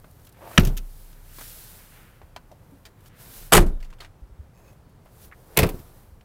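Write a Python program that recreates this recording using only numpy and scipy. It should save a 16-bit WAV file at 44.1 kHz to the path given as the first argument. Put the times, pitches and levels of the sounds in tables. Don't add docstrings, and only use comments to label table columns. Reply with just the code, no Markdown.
import sys
import numpy as np
from scipy import signal
from scipy.fft import rfft, irfft
from scipy.io import wavfile
from scipy.ndimage import uniform_filter1d

SR = 44100
rng = np.random.default_rng(int(sys.argv[2]) if len(sys.argv) > 2 else 0)


def int16_out(signal):
    q = np.round(np.clip(np.atleast_2d(signal).T, -1, 1) * 32767)
    wavfile.write(sys.argv[1], SR, q.astype(np.int16))


def makeup_ratio(level_db):
    decades = np.asarray(level_db, float) / 20
    return 10 ** decades


N = 275533

# hz, level_db
BUCKLE = [(991, 0.5), (1500, -0.5), (700, -5), (2360, -6), (2720, -8.5), (3150, -10), (4180, -13),
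          (4510, -10)]
SEAT_CATCH = [(1310, -4.5), (2600, 0), (3070, -1), (3590, -1), (4950, -5), (5780, -1), (6410, -3),
              (7750, -8)]
TRIM_CLIP = [(400, -2.5), (1870, -2), (2420, -3), (3520, 3), (3900, 3), (4650, 3), (6320, -5), (7180, -4)]
PAWL = [(1300, 0), (1480, -3), (1000, -3)]
STRIKER = [(2900, 0), (3150, -2), (8100, -6)]
DOOR_SKIN = [(560, 0), (750, -1), (980, -3), (1250, -7)]
CATCH = [(2180, -2), (2500, 0), (2750, -4)]


def colour(points, count):
    hz, db = np.transpose(points)
    axis = np.log(np.arange(count // 2 + 1) * SR / count + 1)
    gain = makeup_ratio(np.interp(axis, np.log(hz), db, -90, -90))
    x = irfft(rfft(rng.standard_normal(count)) * gain, count)
    return x / np.std(x)


def walk(rate, count):
    k = max(int(SR / rate), 1)
    held = np.repeat(rng.standard_normal(count // k + 1), k)
    x = uniform_filter1d(held, k)[:count]
    return x / np.std(x)


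def fade(t, t60, rise):
    t = np.maximum(t, 0)
    return (1 - np.exp(-t / rise)) * np.exp(-np.log(1000) * t / max(t60, .01))


def ring(x, hz, t60):
    pole = np.exp(2j * np.pi * hz / SR - np.log(1000) / (t60 * SR))
    return signal.lfilter([1], [1, -pole], x).imag


def add(out, x, s):
    i = int(s * SR)
    out[i:i + len(x)] += x[:len(out) - i]


def swells(rows, rest_db):
    s, db, rise, fall = np.transpose(rows)[:, :, None]
    t = np.arange(0, N + 64, 64) / SR
    away = np.abs(t - s) / np.maximum(np.where(t < s, rise, fall), .003)
    power = np.sum(makeup_ratio(db - 20 * away ** 1.2) ** 2, axis=0) + makeup_ratio(rest_db) ** 2
    return np.interp(np.arange(N) / SR, t, np.sqrt(power))


def slam(contacts, metal, modes, grit_db, treble_loss, spring, wash_db, wash_t60, hard_ms, soften, settle):
    # hz, level_db
    panel_wash = [(40, -9.5), (90, -0.5), (180, 6), (400, -5), (800, -15.5), (1600, -25)]
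    start, count = contacts[0][0], SR
    t = np.arange(count) / SR + start
    rows = np.array(contacts)
    contact_ms = hard_ms * makeup_ratio(-soften * np.maximum(rows[:, 1], -40))
    rows = np.column_stack([rows, contact_ms])

    noise, out = rfft(colour(metal, count)), np.zeros(count)
    chatter = walk(900, count)
    cracks = [1.201 * fade(t - r[0], 0.019, 0.0009 * max(r[5], .3)) for r in rows]
    octave = np.log2(np.arange(len(noise)) + 1)
    for hz in 250 * 2 ** np.arange(7):
        window = np.cos(np.pi / 2 * np.clip(octave - np.log2(hz), -1, 1)) ** 2
        band = irfft(noise * window, count)
        grit = makeup_ratio(grit_db * (.6 * chatter + 0.75 * walk(500, count)))
        for (s, db, t60, tilt_db, _, ms), crack in zip(rows, cracks):
            shake = fade(t - s, t60 * (hz / 2000) ** -treble_loss, 0.0016 * max(ms, .3))
            out += band * grit * makeup_ratio(db + tilt_db * np.log2(hz / 2000)) * (shake + crack)

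    wash_gain = sum(makeup_ratio(r[4] + wash_db) * fade(t - r[0], wash_t60, 0.0064) for r in rows)
    out += colour(panel_wash, count) * wash_gain

    size = (len(rows), len(modes))
    share = rng.uniform(0.48, 1, size) * rng.choice([-1, 1], size)
    for k, (hz, db, t60) in enumerate(modes):
        force = np.zeros(count)
        for (s, rattle_db, _, tilt_db, thump_db, ms), part in zip(rows, share[:, k]):
            if hz > 1000:
                hit = part * makeup_ratio(rattle_db + tilt_db * np.log2(hz / 2000))
                add(force, np.array([hit]), s - start)
            else:
                width = max(ms, .3) * SR / 1000 * (1 + spring / hz) * (1 + settle * (s - start))
                push = np.hanning(int(width) + 3)
                add(force, part * makeup_ratio(thump_db) * push / push.sum(), s - start)
        out += makeup_ratio(db) * ring(force, hz, t60)

    track = np.zeros(N)
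    add(track, out, start)
    return track


def bench_drop():
    # start_s, rattle_db, rattle_t60_s, tilt_db_per_octave, thump_db
    contacts = [(.577, -4, 0.034, .5, -19), (.584, -23, 0.091, -3.5, -5), (.594, -41, 0.1, 10, -11),
                (.603, -42.5, 0.06, 0, -22), (.619, -64, .089, 12, -12), (0.629, -45.5, 0.12, 6, -33.5),
                (.649, -40, 0.083, 9.5, -43), (.67, -40.5, 0.092, 8.5, -12),
                (0.768, -45.5, 0.071, 10, -37.5), (.774, -43, 0.063, 10, -30)]
    # hz, level_db
    metal = [(180, -39.5), (300, -6), (1030, -21.5), (1280, -9.5), (2930, -13), (5160, -24), (5700, -21.5),
             (8090, -32.5), (13800, -33), (16000, -45)]
    # hz, level_db, t60_s
    modes = [(30.54, -5.5, 0.63), (62.74, -10.5, 0.26), (91.1, -9, 0.38), (122.5, -6.5, 0.23),
             (171, 3, 0.075), (197, 7, 0.054), (354.4, -8.5, 0.1697), (436, -25, 0.14), (1310, -6, .05),
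             (750.3, -16, .1), (1800, -5, 0.045), (2980, -4, 0.03)]
    return slam(contacts, metal, modes, grit_db=2.5, treble_loss=0.16, spring=59.9, wash_db=-20.0,
                wash_t60=0.27, hard_ms=1.1, soften=.2, settle=14)


def rear_door():
    # start_s, rattle_db, rattle_t60_s, tilt_db_per_octave, thump_db
    contacts = [(3.518, -38, .045, -7, -36), (3.522, -11.5, 0.032, 0.3, -26), (3.527, -7, 0.052, -0.1, -15),
                (3.533, -8.5, 0.092, 2.5, -15), (3.540, -24.5, 0.074, -5, -16),
                (3.549, -12.5, 0.056, 2.5, -16.5), (3.557, -24.5, .17, 4, -6.5),
                (3.568, -13.5, .072, 2, -9.5), (3.576, -16, .054, -3, -9.5), (3.584, -35, .12, 2.5, -7),
                (3.603, -40.5, 0.19, 3.5, -18.5), (3.622, -41, 0.045, 0, -20), (3.663, -50, 0.21, 3.5, -46)]
    # hz, level_db
    metal = [(180, -43.5), (300, -2), (667, -5.5), (762, 0.5), (994, -8), (1170, -4.5), (5600, -18),
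             (8090, -15), (12900, -16), (16000, -29)]
    # hz, level_db, t60_s
    panels = [(24.19, -6, 0.7), (38, -13.5, .55), (62.9, -14.5, 0.4), (98.8, -9, 0.35), (155.5, -7.5, 0.29),
              (178, -5, 0.11), (349, -3, .2), (419, -4, 0.13), (494, -8, .15), (583, -6.5, .15),
              (644, -3, .11), (746, -3.5, 0.09), (910, -1.5, 0.096)]
    # hz, level_db, t60_s
    latch = [(1135, -3, .05), (1743, -10.5, .06), (1973, -8, 0.051), (3002, -5, 0.026), (6750, -16, 0.028),
             (4650, -9, 0.015), (8140, -2, 0.016), (13000, -11, .015)]
    return slam(contacts, metal, panels + latch, grit_db=1.5, treble_loss=0.33, spring=38, wash_db=-24.0,
                wash_t60=0.35, hard_ms=1.5, soften=.12, settle=2.7)


def front_door():
    # start_s, rattle_db, rattle_t60_s, tilt_db_per_octave, thump_db
    contacts = [(5.566, -30, 0.055, -2.1, -30), (5.572, -13, 0.026, 3.5, -22),
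                (5.576, -19, 0.055, -2.5, -18), (5.588, -14.5, 0.092, 1.1, -15.5),
                (5.594, -46, .15, 1, -9.5), (5.603, -35, 0.11, 2, -18), (5.620, -29.5, .075, -0.7, -15),
                (5.63, -20, 0.094, -2, -8), (5.644, -45, .1, 1, -17), (5.662, -42.5, .16, 2.5, -30),
                (5.690, -37.5, 0.082, 3, -22), (5.741, -59, .24, 3, -25.5), (5.79, -58, .16, 3.5, -33.5)]
    # hz, level_db
    metal = [(180, -46), (300, -2.5), (747, 1), (1170, -3.5), (1470, -5), (2200, -0.5), (3010, -3.5),
             (4550, -6.5), (6240, -11.5), (15800, -6)]
    # hz, level_db, t60_s
    panels = [(28.3, -13.5, 0.42), (50.3, -13.5, 0.3), (80, -12.5, 0.29), (111, -10.5, 0.17),
              (141, -4.5, 0.11), (175, -2, 0.065), (259, -13.5, 0.1), (354, -4, 0.14), (431.5, -4, 0.13),
              (509, 0.5, 0.097), (603, -13.5, 0.14), (729, -9, 0.057), (890, -9.5, 0.135)]
    # hz, level_db, t60_s
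    latch = [(2146, -2.5, 0.043), (2583, -2.5, 0.038), (3500, -14, 0.047)]
    return slam(contacts, metal, panels + latch, grit_db=2.5, treble_loss=0.31, spring=55, wash_db=-21,
                wash_t60=0.27, hard_ms=1.3, soften=0.094, settle=2.5)


def strike(hits):
    out, t = np.zeros(N), np.arange(SR // 4) / SR
    for s, db, t60, modes in hits:
        for (hz, mode_db), (turn, share) in zip(modes, rng.random((len(modes), 2))):
            shape = fade(t, t60 * (hz / 1000) ** -0.34, .0005)
            add(out, makeup_ratio(db + mode_db - 3.7 * share) * shape * np.sin(2 * np.pi * (hz * t + turn)), s)
    return out


def struck_parts():
    # start_s, peak_db, t60_s at 1 kHz, modes
    latch_hits = [(3.535, -9, .04, PAWL), (3.550, -8, .04, PAWL), (3.5655, -10, .03, STRIKER),
                  (5.594, -15, .03, DOOR_SKIN), (5.681, -35, .05, DOOR_SKIN), (5.5755, -13, .04, CATCH),
                  (5.588, -15, .045, CATCH)]
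    # start_s, peak_db, t60_s at 1 kHz, modes
    small_hits = [(2.362, -39.5, .09, BUCKLE), (2.368, -48, .07, BUCKLE), (.769, -45.5, .1, SEAT_CATCH),
                  (.775, -43, 0.091, SEAT_CATCH), (2.853, -52, .1, TRIM_CLIP), (2.861, -57, .1, TRIM_CLIP)]
    return strike(small_hits + latch_hits)


def bench_hinge():
    # time_s, level_db
    scrape_level = [(.40, -70), (.416, -51), (.45, -53), (.485, -53), (.50, -54), (.54, -50), (.575, -49)]
    # start_s, peak_db
    clear_slips = [(.389, -50), (.408, -52), (.417, -44), (.425, -43), (.431, -46), (.439, -43),
                   (.449, -45), (.456, -43), (.464, -41), (.473, -39), (.482, -43), (.493, -44),
                   (.500, -45), (.506, -45)]
    # hz, level_db
    seat_frame = [(380, -5), (560, -1), (720, 0), (900, -3), (1150, -8), (1600, -13)]
    s, db = np.transpose(scrape_level)
    cycle = np.cumsum(120 * (1 + .15 * walk(60, N)) / SR) % 1
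    slips = rng.standard_normal(N) * (np.exp(-cycle / .05) + .03) * makeup_ratio(4 * walk(90, N))
    frame = .7 * ring(slips, 400, .02) + 1.7 * ring(slips, 640, 0.022)
    frame += 1.5 * ring(slips, 900, 0.014) + .3 * ring(slips, 1500, .012)
    scrape = frame / np.std(frame) * makeup_ratio(np.interp(np.arange(N) / SR, s, db, -150, -150))
    return scrape + strike([(at, peak_db + 4, .03, seat_frame) for at, peak_db in clear_slips])


def hinge_squeak():
    # time_s, pitch_hz, level_db
    squeak = [(4.84, 4300, -90), (4.86, 4400, -78), (4.905, 4400, -74), (4.93, 4490, -86),
              (5.03, 4700, -85), (5.07, 4500, -87), (5.16, 4460, -82), (5.18, 4460, -92)]
    t = np.arange(N) / SR
    s, hz, db = np.transpose(squeak)
    pitch = np.interp(t, s, hz) * (1 + .03 * walk(900, N))
    tone = np.sin(2 * np.pi * np.cumsum(pitch) / SR)
    return tone * makeup_ratio(np.interp(t, s, db, -150, -150) + 4.9 * walk(60, N))


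def seal_creak():
    # time_s, slips_per_s, level_db
    creak = [(4.53, 90, -78), (4.555, 110, -68), (4.58, 125, -65), (4.61, 155, -72), (4.645, 190, -70),
             (4.68, 220, -67), (4.72, 240, -72), (4.735, 240, -85)]
    # hz, level_db, t60_s
    creak_modes = [(2550, -4, .03), (5300, -5, .006), (6520, -2, .014), (7400, -4, .01), (10800, -2, .006),
                   (13600, 1, .004), (15100, -4, .004)]
    s, rate, db = np.transpose(creak)
    t = np.arange(SR // 3) / SR + s[0]
    turns = np.cumsum(np.interp(t, s, rate) * (1 + .04 * walk(120, len(t)))) / SR
    slips = np.diff(np.floor(turns), prepend=0) * makeup_ratio(np.interp(t, s, db, -150, -150))
    out = np.zeros(N)
    for hz, mode_db, t60 in creak_modes:
        uneven = slips * makeup_ratio(3 * rng.standard_normal(len(t)))
        add(out, makeup_ratio(mode_db + 7) * ring(uneven, hz, t60), s[0])
    return out


def lock_rod():
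    # peak_s, level_db, rise_s and fall_s per 20 dB
    shiver = [(3.74, -75, 0.2, 0.1), (3.78, -77, 0.2, -0.1)]
    rod = ring(rng.standard_normal(N), 3690, .05)
    return rod / np.std(rod) * swells(shiver, -130)


def cloth():
    # fastest_s, hiss_db, swish_db, rise_s and fall_s per 20 dB
    strokes = [(0.0, -53, -46, 1, -0.1), (.27, -61, -66, 1, 0), (.478, -51, -48, 0, -0.24),
               (.56, -45.5, -51, 0.2, 0.29), (1.018, -54, -76, 0.6, 0.5), (1.426, -41.5, -64, 0.19, 0.62),
               (1.56, -50.5, -58.5, 0, 0.3), (1.77, -54, -59.5, .5, 0.23), (1.98, -58, -62, 0.3, 0.2),
               (2.77, -67, -65, 0.8, 0.4), (3.085, -57, -60, 0.13, -0.2), (3.21, -48.5, -55.5, 0.06, 0.52),
               (3.36, -44, -58.5, 0.15, 0.24), (3.47, -50.5, -60, 0.22, 0.03), (4.58, -68, -58, 0, 0.2),
               (4.685, -67, -58, 0.1, 0.2), (5.245, -49.5, -57, 0.11, .05), (5.28, -58, -62, 0, .025),
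               (5.15, -61, -59, .15, .2), (5.38, -64, -62, .1, .3), (5.55, -57.5, -53, 0.2, 0.34),
               (5.72, -53, -54, 0.4, 0.46), (6.0, -63, -62, 0.5, 0.2)]
    # start_s, level_db
    snaps = [(.112, -56), (.197, -60), (.218, -58), (.251, -52), (.27, -53), (.293, -53), (.326, -54),
             (2.71, -62), (3.007, -59), (4.895, -64), (4.73, -63), (5.054, -63)]
    # peak_s, level_db, rise_s and fall_s per 20 dB
    creases = [(.56, -49, 0.28, 0.28), (1.15, -61, 0.15, 0.3), (1.35, -59.5, 0.24, 0.2),
               (1.99, -56, .8, 0.5), (3.22, -57.5, 0.43, 0.8)]
    # hz, level_db
    hiss_colour = [(880, -48), (1500, -7.5), (1760, -13), (3880, -5.5), (7000, -6.5), (12500, -1),
                   (15300, -1.5), (16000, -11)]
    swish_colour = [(200, -13), (400, 2.5), (650, 0), (1000, -3), (1800, -11.5), (3500, -24.5)]
    rustle_colour = [(700, -20), (1300, -0.5), (1800, -2.0), (3000, -7.5), (5000, -21.0)]
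    hiss = colour(hiss_colour, N) * makeup_ratio(0.54 * walk(440, N) + 0.39 * walk(25, N))
    swish = colour(swish_colour, N) * makeup_ratio(0.55 * walk(30, N))
    rustle = colour(rustle_colour, N) * makeup_ratio(1.1 * walk(60, N))

    s, hiss_db, swish_db, rise, fall = np.transpose(strokes)
    speed = swells(np.transpose([s, hiss_db, rise, fall]), -85)
    speed = np.hypot(speed, swells([(*row, .005, .014) for row in snaps], -120))
    sweep = swells(np.transpose([s, swish_db, rise, fall]), -66)
    crease = np.hypot(swells(creases, -76), makeup_ratio(-15) * speed)
    return makeup_ratio(-2.0) * hiss * speed + makeup_ratio(-2.5) * swish * sweep + makeup_ratio(-3.0) * rustle * crease


def ticks():
    # start_s, peak_db, centre_hz, t60_s
    knocks = [(.043, -45, 774, 0.044), (.369, -53, 890, 0.046), (.513, -39, 650, 0.037),
              (.533, -43, 920, .032), (2.216, -48.5, 707, 0.077), (2.363, -42, 807, 0.058),
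              (3.927, -51, 1585, 0.08), (4.047, -47, 1780, 0.083), (6.209, -60, 2500, .049),
              (5.058, -56, 800, .16)]
    # start_s, peak_db, centre_hz, t60_s
    clicks = [(.27, -54, 4050, .064), (1.128, -55.5, 3500, .057), (2.362, -44.5, 2740, 0.057),
              (2.515, -58, 5010, 0.071), (3.059, -57, 5840, 0.15), (3.803, -55, 2460, 0.085),
              (3.826, -52, 2296, 0.12), (3.845, -55.5, 4010, .1), (3.902, -54, 2005, 0.073),
              (3.986, -57.5, 1940, 0.072), (4.003, -42.5, 1904, .094), (4.019, -49, 1468, .16),
              (4.035, -52, 1500, 0.13), (4.575, -72, 2600, .2), (4.64, -75, 6500, .3),
              (4.675, -68, 3500, 0.2)]
    # start_s, peak_db, centre_hz, t60_s
    pats = [(1.385, -43.5, 1420, 0.1), (1.41, -42.5, 1395, 0.087), (2.853, -47, 4470, 0.075),
            (2.861, -50, 2470, .1)]
    # start_s, peak_db, centre_hz, t60_s
    pings = [(2.362, -50, 4200, 0.064), (2.363, -47.5, 1516, 0.079), (2.514, -44, 685, .087),
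             (4.005, -45.5, 4000, 0.077), (5.314, -46.5, 2050, 0.038), (5.323, -44, 1800, 0.065)]
    kinds = [(knocks, 7, 8.6), (clicks, 3, 5.5), (pats, .45, 3.9), (pings, 16.5, 28)]
    out, count = np.zeros(N), SR // 4
    t = np.arange(count) / SR
    for rows, below_db, above_db in kinds:
        for s, db, hz, t60 in rows:
            u = t[:int(t60 * SR)]
            octaves = rng.uniform(-2.5, min(2.5, np.log2(15000 / hz)), 48)
            ratio = 2 ** octaves[:, None]
            gain = makeup_ratio(np.where(octaves < 0, below_db, -above_db) * octaves)
            modes = np.sin(2 * np.pi * (hz * ratio * u + rng.random((48, 1))))
            modes *= np.exp(-np.log(1000) * 0.32 * ratio * u / t60)
            shape = [(hz / 16, -4 * below_db), (hz, 0), (hz * 16, -4 * above_db)]
            chatter = colour(shape, count) * makeup_ratio(2.5 * walk(599, count))
            burst = .8 * gain @ modes / np.sqrt(np.sum(gain ** 2)) + 0.52 * chatter[:len(u)]
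            add(out, makeup_ratio(db + 5) * burst * fade(u, t60, 0.00031), s)
    return out


def handling():
    # peak_s, peak_db, pitch_hz, t60_s
    bumps = [(2.244, -40, 70.3, 0.11), (2.729, -47, 275, 0.15), (4.229, -32, 51.2, 0.1),
             (4.319, -39, 51, 0.11), (4.399, -31.5, 72.9, 0.11), (6.129, -38, 62.17, 0.12)]
    out, t = np.zeros(N), np.arange(SR // 4) / SR
    for s, db, hz, t60 in bumps:
        add(out, makeup_ratio(db + 7.0) * np.sin(2 * np.pi * hz * t) * fade(t, t60, .008), s - .01)
    return out


def yard():
    # peak_s, level_db, rise_s and fall_s per 20 dB
    rocking = [(0.0, -48, .1, 0.1), (2.45, -51.5, -0.14, 0.2), (3.45, -42, 0.16, 0.44),
               (3.75, -44, 0.1, .5), (4.36, -49, 1, 0), (5.9, -48, 0.9, 1)]
    # hz, level_db
    road_colour = [(12, -35.5), (20, -1), (107, 1), (216, -11), (434, -16), (527, -14), (607, -19),
                   (825, -18.5), (2750, -34.5), (6720, -38.5), (14700, -39.5), (16000, -40)]
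    heave_colour = [(18, -26.5), (27, -14), (30, 4), (33, -14), (50, -33)]
    rumble_colour = [(40, -12), (60, 1), (90, 0), (160, 0), (220, -10), (330, -21.5)]
    heave = colour(heave_colour, N) * swells(rocking, -66.5)
    rumble = colour(rumble_colour, N)
    t = np.arange(N) / SR - .93
    heave += makeup_ratio(-34.5) * fade(t, 3.8, 0.049) * np.sin(2 * np.pi * 30.3 * t)
    road, traffic = colour(road_colour, N), walk(4, N)
    out = makeup_ratio(-53.5 + 0.38 * traffic) * road + makeup_ratio(-4) * heave
    return out + makeup_ratio(-59 + 1.5 * traffic) * rumble


def scene():
    out = bench_drop() + rear_door() + front_door() + struck_parts()
    out += bench_hinge() + hinge_squeak() + seal_creak() + lock_rod()
    out += cloth() + ticks() + handling() + yard()
    return out[None]


def band_limit(x):
    return signal.sosfilt(signal.butter(12, 16960, fs=SR, output="sos"), x)


def record(dry):
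    overload = 0.71
    x = dry / (1 + np.abs(dry / overload) ** 6) ** (1 / 6)
    x = signal.sosfilt(signal.cheby2(8, 40, 17000, fs=SR, output="sos"), x)
    x = signal.sosfilt(signal.butter(1, 10, "high", fs=SR, output="sos"), x)
    return band_limit(x)


dry = scene()
out = record(dry)
int16_out(out)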